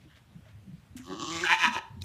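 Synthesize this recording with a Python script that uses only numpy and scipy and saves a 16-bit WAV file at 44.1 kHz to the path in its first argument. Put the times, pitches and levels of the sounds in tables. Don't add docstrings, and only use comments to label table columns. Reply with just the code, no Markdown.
import sys
import numpy as np
from scipy import signal
from scipy.io import wavfile
from scipy.ndimage import uniform_filter1d

SR = 44100
rng = np.random.default_rng(int(sys.argv[2]) if len(sys.argv) > 2 else 0)


def master(y):
    cut = np.clip(np.atleast_2d(y).T, -1, 1)
    pcm = np.round(cut * 32767)
    wavfile.write(sys.argv[1], SR, pcm.astype(np.int16))


def convert_level_to_amplitude(level_db):
    exponent = np.asarray(level_db, float) / 20
    return 10 ** exponent


N = 90272
T = np.arange(N) / SR

# [f/Hz, level/dB per Hz]
HUM_SPECTRUM = [(30, -91), (55, 9), (100, -3), (210, -9), (360, -22.5), (800, -24.5), (3500, -30),
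                (5000, -36), (15000, -44)]
# [start t/s, length/s, level/dB, centre f/Hz,
# width/Hz]
RUSTLES = [(.0, 0.12, -67.5, 2230, 3000), (0.09, 0.16, -64.5, 1740, 700), (0.072, 0.19, -68, 2940, 700),
           (0.152, 0.072, -62, 2050, 3000), (0.445, 0.1, -65, 1410, 1980),
           (0.481, 0.066, -65.5, 2120, 2000), (.9645, 0.064, -56.5, 2600, 3000),
           (.965, .012, -48, 7400, 7000), (0.967, 0.034, -53, 6650, 6960), (0.983, 0.078, -63, 6400, 3000),
           (0.988, 0.086, -59, 1700, 1200), (1.018, 0.21, -71, 9900, 6000),
           (1.759, 0.047, -45.5, 3000, 3000), (2.008, 0.034, -58, 4000, 1500),
           (2.018, 0.015, -51, 7800, 9100), (2.02, 0.0091, -43.5, 4900, 1500),
           (2.026, 0.028, -55.5, 6000, 2000), (2.034, 0.049, -52, 8340, 8060),
           (2.037, 0.03, -47.5, 2200, 2500)]
# [f/Hz, level/dB, t60/s]
TICK_PARTIALS = [(3880, -19, 0.0061), (2500, -45, 0.039), (7700, -37, .006), (10800, -34, 0.0033),
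                 (13800, -46, .005)]
# [start t/s, length/s, level/dB, f/Hz]
THUDS = [(0.037, 0.07, -48, 117), (0.11, 0.0098, -71, 140), (0.352, 0.069, -48, 150), (0.41, 0.37, -55, 98),
         (0.52, 0.077, -52.5, 83), (0.656, 0.14, -42.5, 161.8), (.45, 0.076, -63.5, 627),
         (0.165, 0.021, -62.5, 592), (0.041, 0.077, -63.5, 308), (1.28, 0.03, -51, 72),
         (0.905, 0.14, -49, 75), (0.42, 0.19, -69, 83), (1.645, 0.11, -39, 220), (1.963, 0.12, -49.5, 209),
         (0.75, 0.089, -57, 158), (1.1, 0.11, -50, 152), (0.7, .08, -52, 146), (1.9, 0.085, -47.5, 109),
         (1.94, 0.23, -45.5, 91), (0.97, 0.068, -58, 80), (1.266, 0.24, -52, 92)]
# [t/s, level/dB, f/Hz, t60/s]
KNOCKS = [
    (.952, -32.5, 252, 0.11),
    (0.993, -37, 257.7, 0.2),
]

# [t/s, f/Hz]
PITCH = [(1.04, 86.2), (1.13, 95.65), (1.21, 119.51), (1.232, 148.24), (1.254, 103.45), (1.275, 156.04),
         (1.325, 167.9), (1.39, 163.62), (1.425, 182.53), (1.47, 159.27), (1.53, 176.56), (1.58, 179.4),
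         (1.62, 168.49), (1.66, 158.64), (1.7, 167.46), (1.8, 135)]
# [t/s, jitter/cycles]
JITTER = [(1.27, .03), (1.3, .015), (1.68, .012), (1.72, .12)]
# [t/s, effort level/dB, roughness 0-1, brightness level/dB]
MOAN = [(1.012, -83, .5, 10.5), (1.05, -58.5, 0.63, 0), (1.072, -43.5, 0, -8.5), (1.105, -37, 0.36, -17.5),
        (1.15, -39, 0.42, -10.5), (1.19, -41.5, 0.42, -6), (1.228, -40.5, 0.2, -2.5), (1.249, -44, .35, -2),
        (1.285, -41, 0.12, -0.5), (1.329, -41.5, 0.15, 1), (1.398, -47.5, 0.42, 4.5), (1.453, -46, 0, 5.5)]
# [t/s, level/dB]
SNAPS = [
    (1.0992, -33.5),
    (1.197, -33),
    (1.223, -37),
    (1.2293, -34),
]
# [f/Hz, width/Hz, level/dB]
NOSE = [(173, 115, -6.5), (328, 103, 4), (570, 166, -16.5), (795, 157, -12.5), (1650, 520, -17.5)]
# (f/Hz, width/Hz, level/dB)
NASAL_RING = (1137, 165, 3.2)
# [f/Hz, width/Hz, level/dB]
SINUS = [(3000, 980, -6), (4120, 820, -7.5), (4710, 780, -14.5)]
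# [f/Hz, width/Hz, level/dB]
NOSTRILS = [(5110, 310, -9.5), (6040, 910, -10.5), (7110, 810, -11.5), (9400, 6800, -45),
            (12850, 4400, -43)]
# [f/Hz, width/Hz]
NOSE_DIPS = [(2150, 260), (2450, 300)]
CHEST_TIMES = 1.391, 1.42, 1.46, 1.58
# [t/s, f/Hz, looseness 0-1, level/dB]
LIPS = [(1.285, 2100, 1, -62), (1.32, 1900, 1, -47), (1.39, 1900, 1, -45), (1.41, 2600, .9, -42),
        (1.43, 1700, .8, -43), (1.437, 1560, .1, -29), (1.472, 1720, .2, -28), (1.49, 1800, .3, -45)]
LIP_WIDTHS = 250, 1500

HOLD_TIMES = (1.3, 1.736)
# [t/s, roughness 0-1]
HOLD_ROUGH = [(1.38, .65), (1.42, .95)]
# [peak t/s, rise/s, fall/s, effort level/dB]
THROBS = [
    (1.465, 0.02, 0.019, -21),
    (1.501, 0.016, 0.031, -20),
    (1.534, 0.022, 0.026, -20),
    (1.61, 0.027, 0.025, -22),
    (1.647, 0.024, 0.022, -16),
    (1.678, 0.0083, 0.0093, -21),
    (1.744, 0.021, 0.018, -27.5),
    (1.784, 0.013, 0.0087, -28.5),
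]
THROB_ROUGH = .5, .28, .5, .6, .33, .65, .7, .82
# [t/s, level/dB]
CREAKS = [
    (1.748, -35),
    (1.754, -22),
    (1.764, -15.5),
]
# [f/Hz, width/Hz, level/dB]
MOUTH = [(895.4, 120, -0.5), (1262, 73, -11), (2470, 308, -10), (2905, 450, -14.5)]
# [t/s, first f/Hz, first level/dB, throat leak level/dB, second f/Hz, second level/dB]
JAW = [(1.43, 880, -12.5, -17.5, 1480, -19), (1.479, 857, -9.5, -28, 1650, -2.5),
       (1.506, 974, 0, -22, 1650, -4.5), (1.537, 886, -2, -23.5, 1820, -7), (1.56, 944, -8, -41, 1770, -19),
       (1.619, 968, -9.5, -29, 1770, -10.5), (1.649, 997, -1, -25.5, 1716, -6.5),
       (1.741, 957, -5.5, -26, 1600, -23), (1.799, 894, 4.5, -10, 1800, -2)]
# [t/s, f/Hz, level/dB of the upper two]
UPPER = [(1.44, 2120, 1), (1.48, 2410, 2.5), (1.52, 2410, 2.5), (1.6, 2500, -3.5), (1.65, 2475, 2.5),
         (1.72, 2500, -7), (1.79, 2520, 1)]
# [f/Hz, width/Hz, level/dB]
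TEETH = [(3526, 425, -18), (4060, 300, -16), (5830, 1780, -28), (9500, 1500, -44), (11700, 2000, -48.5)]
# [f/Hz, width/Hz, level/dB]
THROAT = [(184, 400, -10.5), (372, 91, 5), (625, 390, -2)]
# [f/Hz, width/Hz]
SIDE_CAVITIES = [(425, 60), (450, 70), (4190, 260), (4230, 120), (3710, 130), (3320, 150)]
# [f/Hz, t60/s]
PEN_DECAY = [(300, 0.32), (650, 0.45), (850, 0.61), (1100, 0.46), (1600, 0.41), (2400, .3), (3200, 0.42),
             (8000, 0.29)]


def evened(x):
    return x / np.sqrt(np.mean(x ** 2) + 1e-20)


def read(points, hz):
    f, value = np.transpose(points)
    return np.interp(np.log(hz + 1), np.log(f + 1), value)


def resonate(x, hz, width):
    turn = np.exp(2j * np.pi * np.cumsum(hz * np.ones(len(x))) / SR)
    r = np.exp(-np.pi * abs(width) / SR)
    return 2 * (turn * signal.lfilter([1 - r], [1, -r], x / turn + 1e-18)).real


def steep(x, hz, width):
    return resonate(resonate(x, hz, width), hz, width)


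def through(x, tract):
    return sum((-1) ** k * convert_level_to_amplitude(db) * steep(x, hz, width) for k, (hz, width, db) in enumerate(tract))


def bump(start, length):
    u = np.clip((T - start) / length, 0, 1)
    return np.sin(np.pi * u ** 0.47)


def hum():
    frames, hz = N // 256 + 5, np.fft.rfftfreq(1024, 1 / SR)
    a, b, patches = rng.standard_normal((frames, 513, 3)).T
    patches = uniform_filter1d(patches, size=14, axis=0)
    patches = evened(uniform_filter1d(patches, size=12, axis=1))
    z = (a + 1j * b) * convert_level_to_amplitude(read(HUM_SPECTRUM, hz)[:, None] + 1.6 * patches)
    air = signal.istft(z, nperseg=1024, noverlap=768)[1][:N]
    return convert_level_to_amplitude(-57.5) * evened(air)


def rustles():
    crackle_db = 2.4 * np.minimum(rng.exponential(1, N // 32 + 1), 5)
    grain = rng.standard_normal(N) * convert_level_to_amplitude(crackle_db).repeat(32)[:N]
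    out = 0
    for s, length, db, hz, width in RUSTLES:
        out = out + convert_level_to_amplitude(db) * bump(s, length) ** 2 * evened(steep(grain, hz, width))
    t = np.maximum(T - 2.02, 0)
    tick = sum(convert_level_to_amplitude(db - 60 * t / t60) * np.sin(2 * np.pi * hz * t) for hz, db, t60 in TICK_PARTIALS)
    return out + np.minimum(t / .001, 1) * tick


def thuds():
    out = 0
    for s, length, db, hz in THUDS:
        out = out + convert_level_to_amplitude(db) * bump(s, length) * evened(steep(rng.standard_normal(N), hz, 39.6))
    for s, db, hz, t60 in KNOCKS:
        t = np.maximum(T - s, 0)
        out = out + np.minimum(t / 0.0055, 1) * convert_level_to_amplitude(db - 60 * t / t60) * np.sin(2 * np.pi * hz * t)
    return out


def folds():
    wobble = evened(uniform_filter1d(rng.standard_normal(N), size=250))
    cycles = np.cumsum(np.interp(T, *np.transpose(PITCH))) / SR
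    cycles = cycles + np.interp(T, *np.transpose(JITTER)) * wobble
    cycles = np.maximum.accumulate(cycles)
    shimmer_db = 1.0
    sizes = convert_level_to_amplitude(shimmer_db * rng.standard_normal(1000))[cycles.astype(int)]
    clicks = np.diff(np.floor(cycles), prepend=0) * sizes
    steady_breath = .55
    puffs = (steady_breath + np.exp(-(cycles % 1) / .35)) * sizes * rng.standard_normal(N)
    return evened(clicks - clicks.mean()), evened(puffs)


def blend(clicks, puffs, rough):
    rough = np.clip(rough, 0, 1)
    return np.sqrt(1 - rough ** 2) * clicks + rough * puffs


def strays(rows):
    return sum(10 * convert_level_to_amplitude(db) * (np.arange(N) == round(s * SR)) for s, db in rows)


def moan(clicks, puffs):
    s, db, rough, bright_db = np.transpose(MOAN)
    flutter = uniform_filter1d(rng.standard_normal(N), size=500)
    flutter = evened(uniform_filter1d(flutter, size=500))
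    effort = convert_level_to_amplitude(np.interp(T, s, db, -120, -120) + 1.8 * flutter)
    snaps = strays(SNAPS)
    bright = convert_level_to_amplitude(np.interp(T, s, bright_db))

    creak = effort * blend(clicks, puffs, np.interp(T, s, rough)) + snaps
    air = effort * blend(clicks, puffs, .6) + snaps
    high_air = effort * blend(clicks, puffs, .92) + snaps
    low = through(creak, NOSE) + through(creak, [NASAL_RING]) * bright ** 0.59
    high = through(air, SINUS) * bright + through(high_air, NOSTRILS) * bright ** 1.57
    nose = 8.46 * (low + high)
    for hz, width in NOSE_DIPS:
        nose = nose - resonate(nose, hz, width)

    chest = evened(steep(blend(clicks, puffs, .15), 372.8, 45))
    chest = convert_level_to_amplitude(-39.5) * np.interp(T, CHEST_TIMES, [0.0057, 1, 0.63, 0.0465]) * chest

    s, hz, loose, db = np.transpose(LIPS)
    lip_source, lip_hz = blend(clicks, puffs, 0.72), np.interp(T, s, hz)
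    tight, slack = [evened(steep(lip_source, lip_hz, width)) for width in LIP_WIDTHS]
    lips = blend(tight, slack, np.interp(T, s, loose)) * convert_level_to_amplitude(np.interp(T, s, db, -120, -120))
    return nose + lips + chest


def bleat(clicks, puffs):
    start, end = HOLD_TIMES
    rise_s, fall_s = 0.034, 0.0049
    hold = np.minimum((T - start) / rise_s, (end + 0.04 - T) / fall_s)
    push = convert_level_to_amplitude(-33) * np.clip(hold, 0, 1)
    drive = push * blend(clicks, puffs, np.interp(T, *np.transpose(HOLD_ROUGH)))
    for (peak, rise, fall, db), rough in zip(THROBS, THROB_ROUGH):
        u = np.clip((T - peak) / np.where(T < peak, rise, fall), -1.5, 1.5)
        throb = convert_level_to_amplitude(db) * np.cos(np.pi * u / 3) ** 2
        push = push + throb
        drive = drive + throb * blend(clicks, puffs, rough)
    cracks = strays(CREAKS)
    drive = drive + cracks

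    s, first_hz, first_db, leak_db, second_hz, second_db = np.transpose(JAW)
    _, width, db = MOUTH[0]
    first_source = push * blend(clicks, puffs, .3) + cracks
    first = steep(first_source, np.interp(T, s, first_hz), width)
    first = convert_level_to_amplitude(db + np.interp(T, s, first_db)) * first
    second = steep(drive, np.interp(T, s, second_hz), 475)
    second = convert_level_to_amplitude(np.interp(T, s, second_db)) * second
    fixed_mouth = through(drive, MOUTH[1:2])

    at, third_hz, upper_db = np.transpose(UPPER)
    _, width, db = MOUTH[2]
    third = convert_level_to_amplitude(db) * steep(drive, np.interp(T, at, third_hz), width)
    upper = convert_level_to_amplitude(np.interp(T, at, upper_db)) * (third - through(drive, MOUTH[3:]))

    teeth = through(push * blend(clicks, puffs, .92), TEETH)
    leak_rough = np.interp(T, (1.68, 1.74), (.3, .95))
    leak = through(push * blend(clicks, puffs, leak_rough) + 2 * cracks, THROAT)
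    leak = convert_level_to_amplitude(np.interp(T, s, leak_db)) * leak
    return 5.49 * (first - second + fixed_mouth + upper + teeth + leak)


def pen(x):
    taps = np.zeros(SR)
    at = np.arange(300, SR - 20, 20) + rng.integers(0, 20, (SR - 301) // 20)
    taps[at] = rng.choice([-1., 1.], at.shape)
    hz, t, z = signal.stft(taps, SR, nperseg=256)
    decay = convert_level_to_amplitude(-60 * t / read(PEN_DECAY, hz)[:, None])
    tail = signal.istft(z * decay, SR, nperseg=256)[1]
    low_cut = signal.butter(4, 450, "high", fs=SR, output="sos")
    return signal.fftconvolve(signal.sosfilt(low_cut, x), tail / np.linalg.norm(tail))[:N]


def scene():
    clicks, puffs = folds()
    goat = moan(clicks, puffs) + bleat(clicks, puffs)
    for hz, width in SIDE_CAVITIES:
        goat = goat - resonate(goat, hz, width)
    walls = convert_level_to_amplitude(-12) * pen(goat)
    return (hum() + rustles() + thuds() + goat + walls)[None]


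def band_limit(x):
    return signal.sosfilt(signal.butter(12, 15500, fs=SR, output="sos"), x)


def record(dry):
    low_cut = signal.butter(2, 50, "high", fs=SR, output="sos")
    high_cut = signal.firwin(511, 15150, window=("kaiser", 9), fs=SR)
    mix = signal.oaconvolve(signal.sosfilt(low_cut, dry), high_cut[None], "same")
    return band_limit(mix)


dry = scene()
out = record(dry)
master(out)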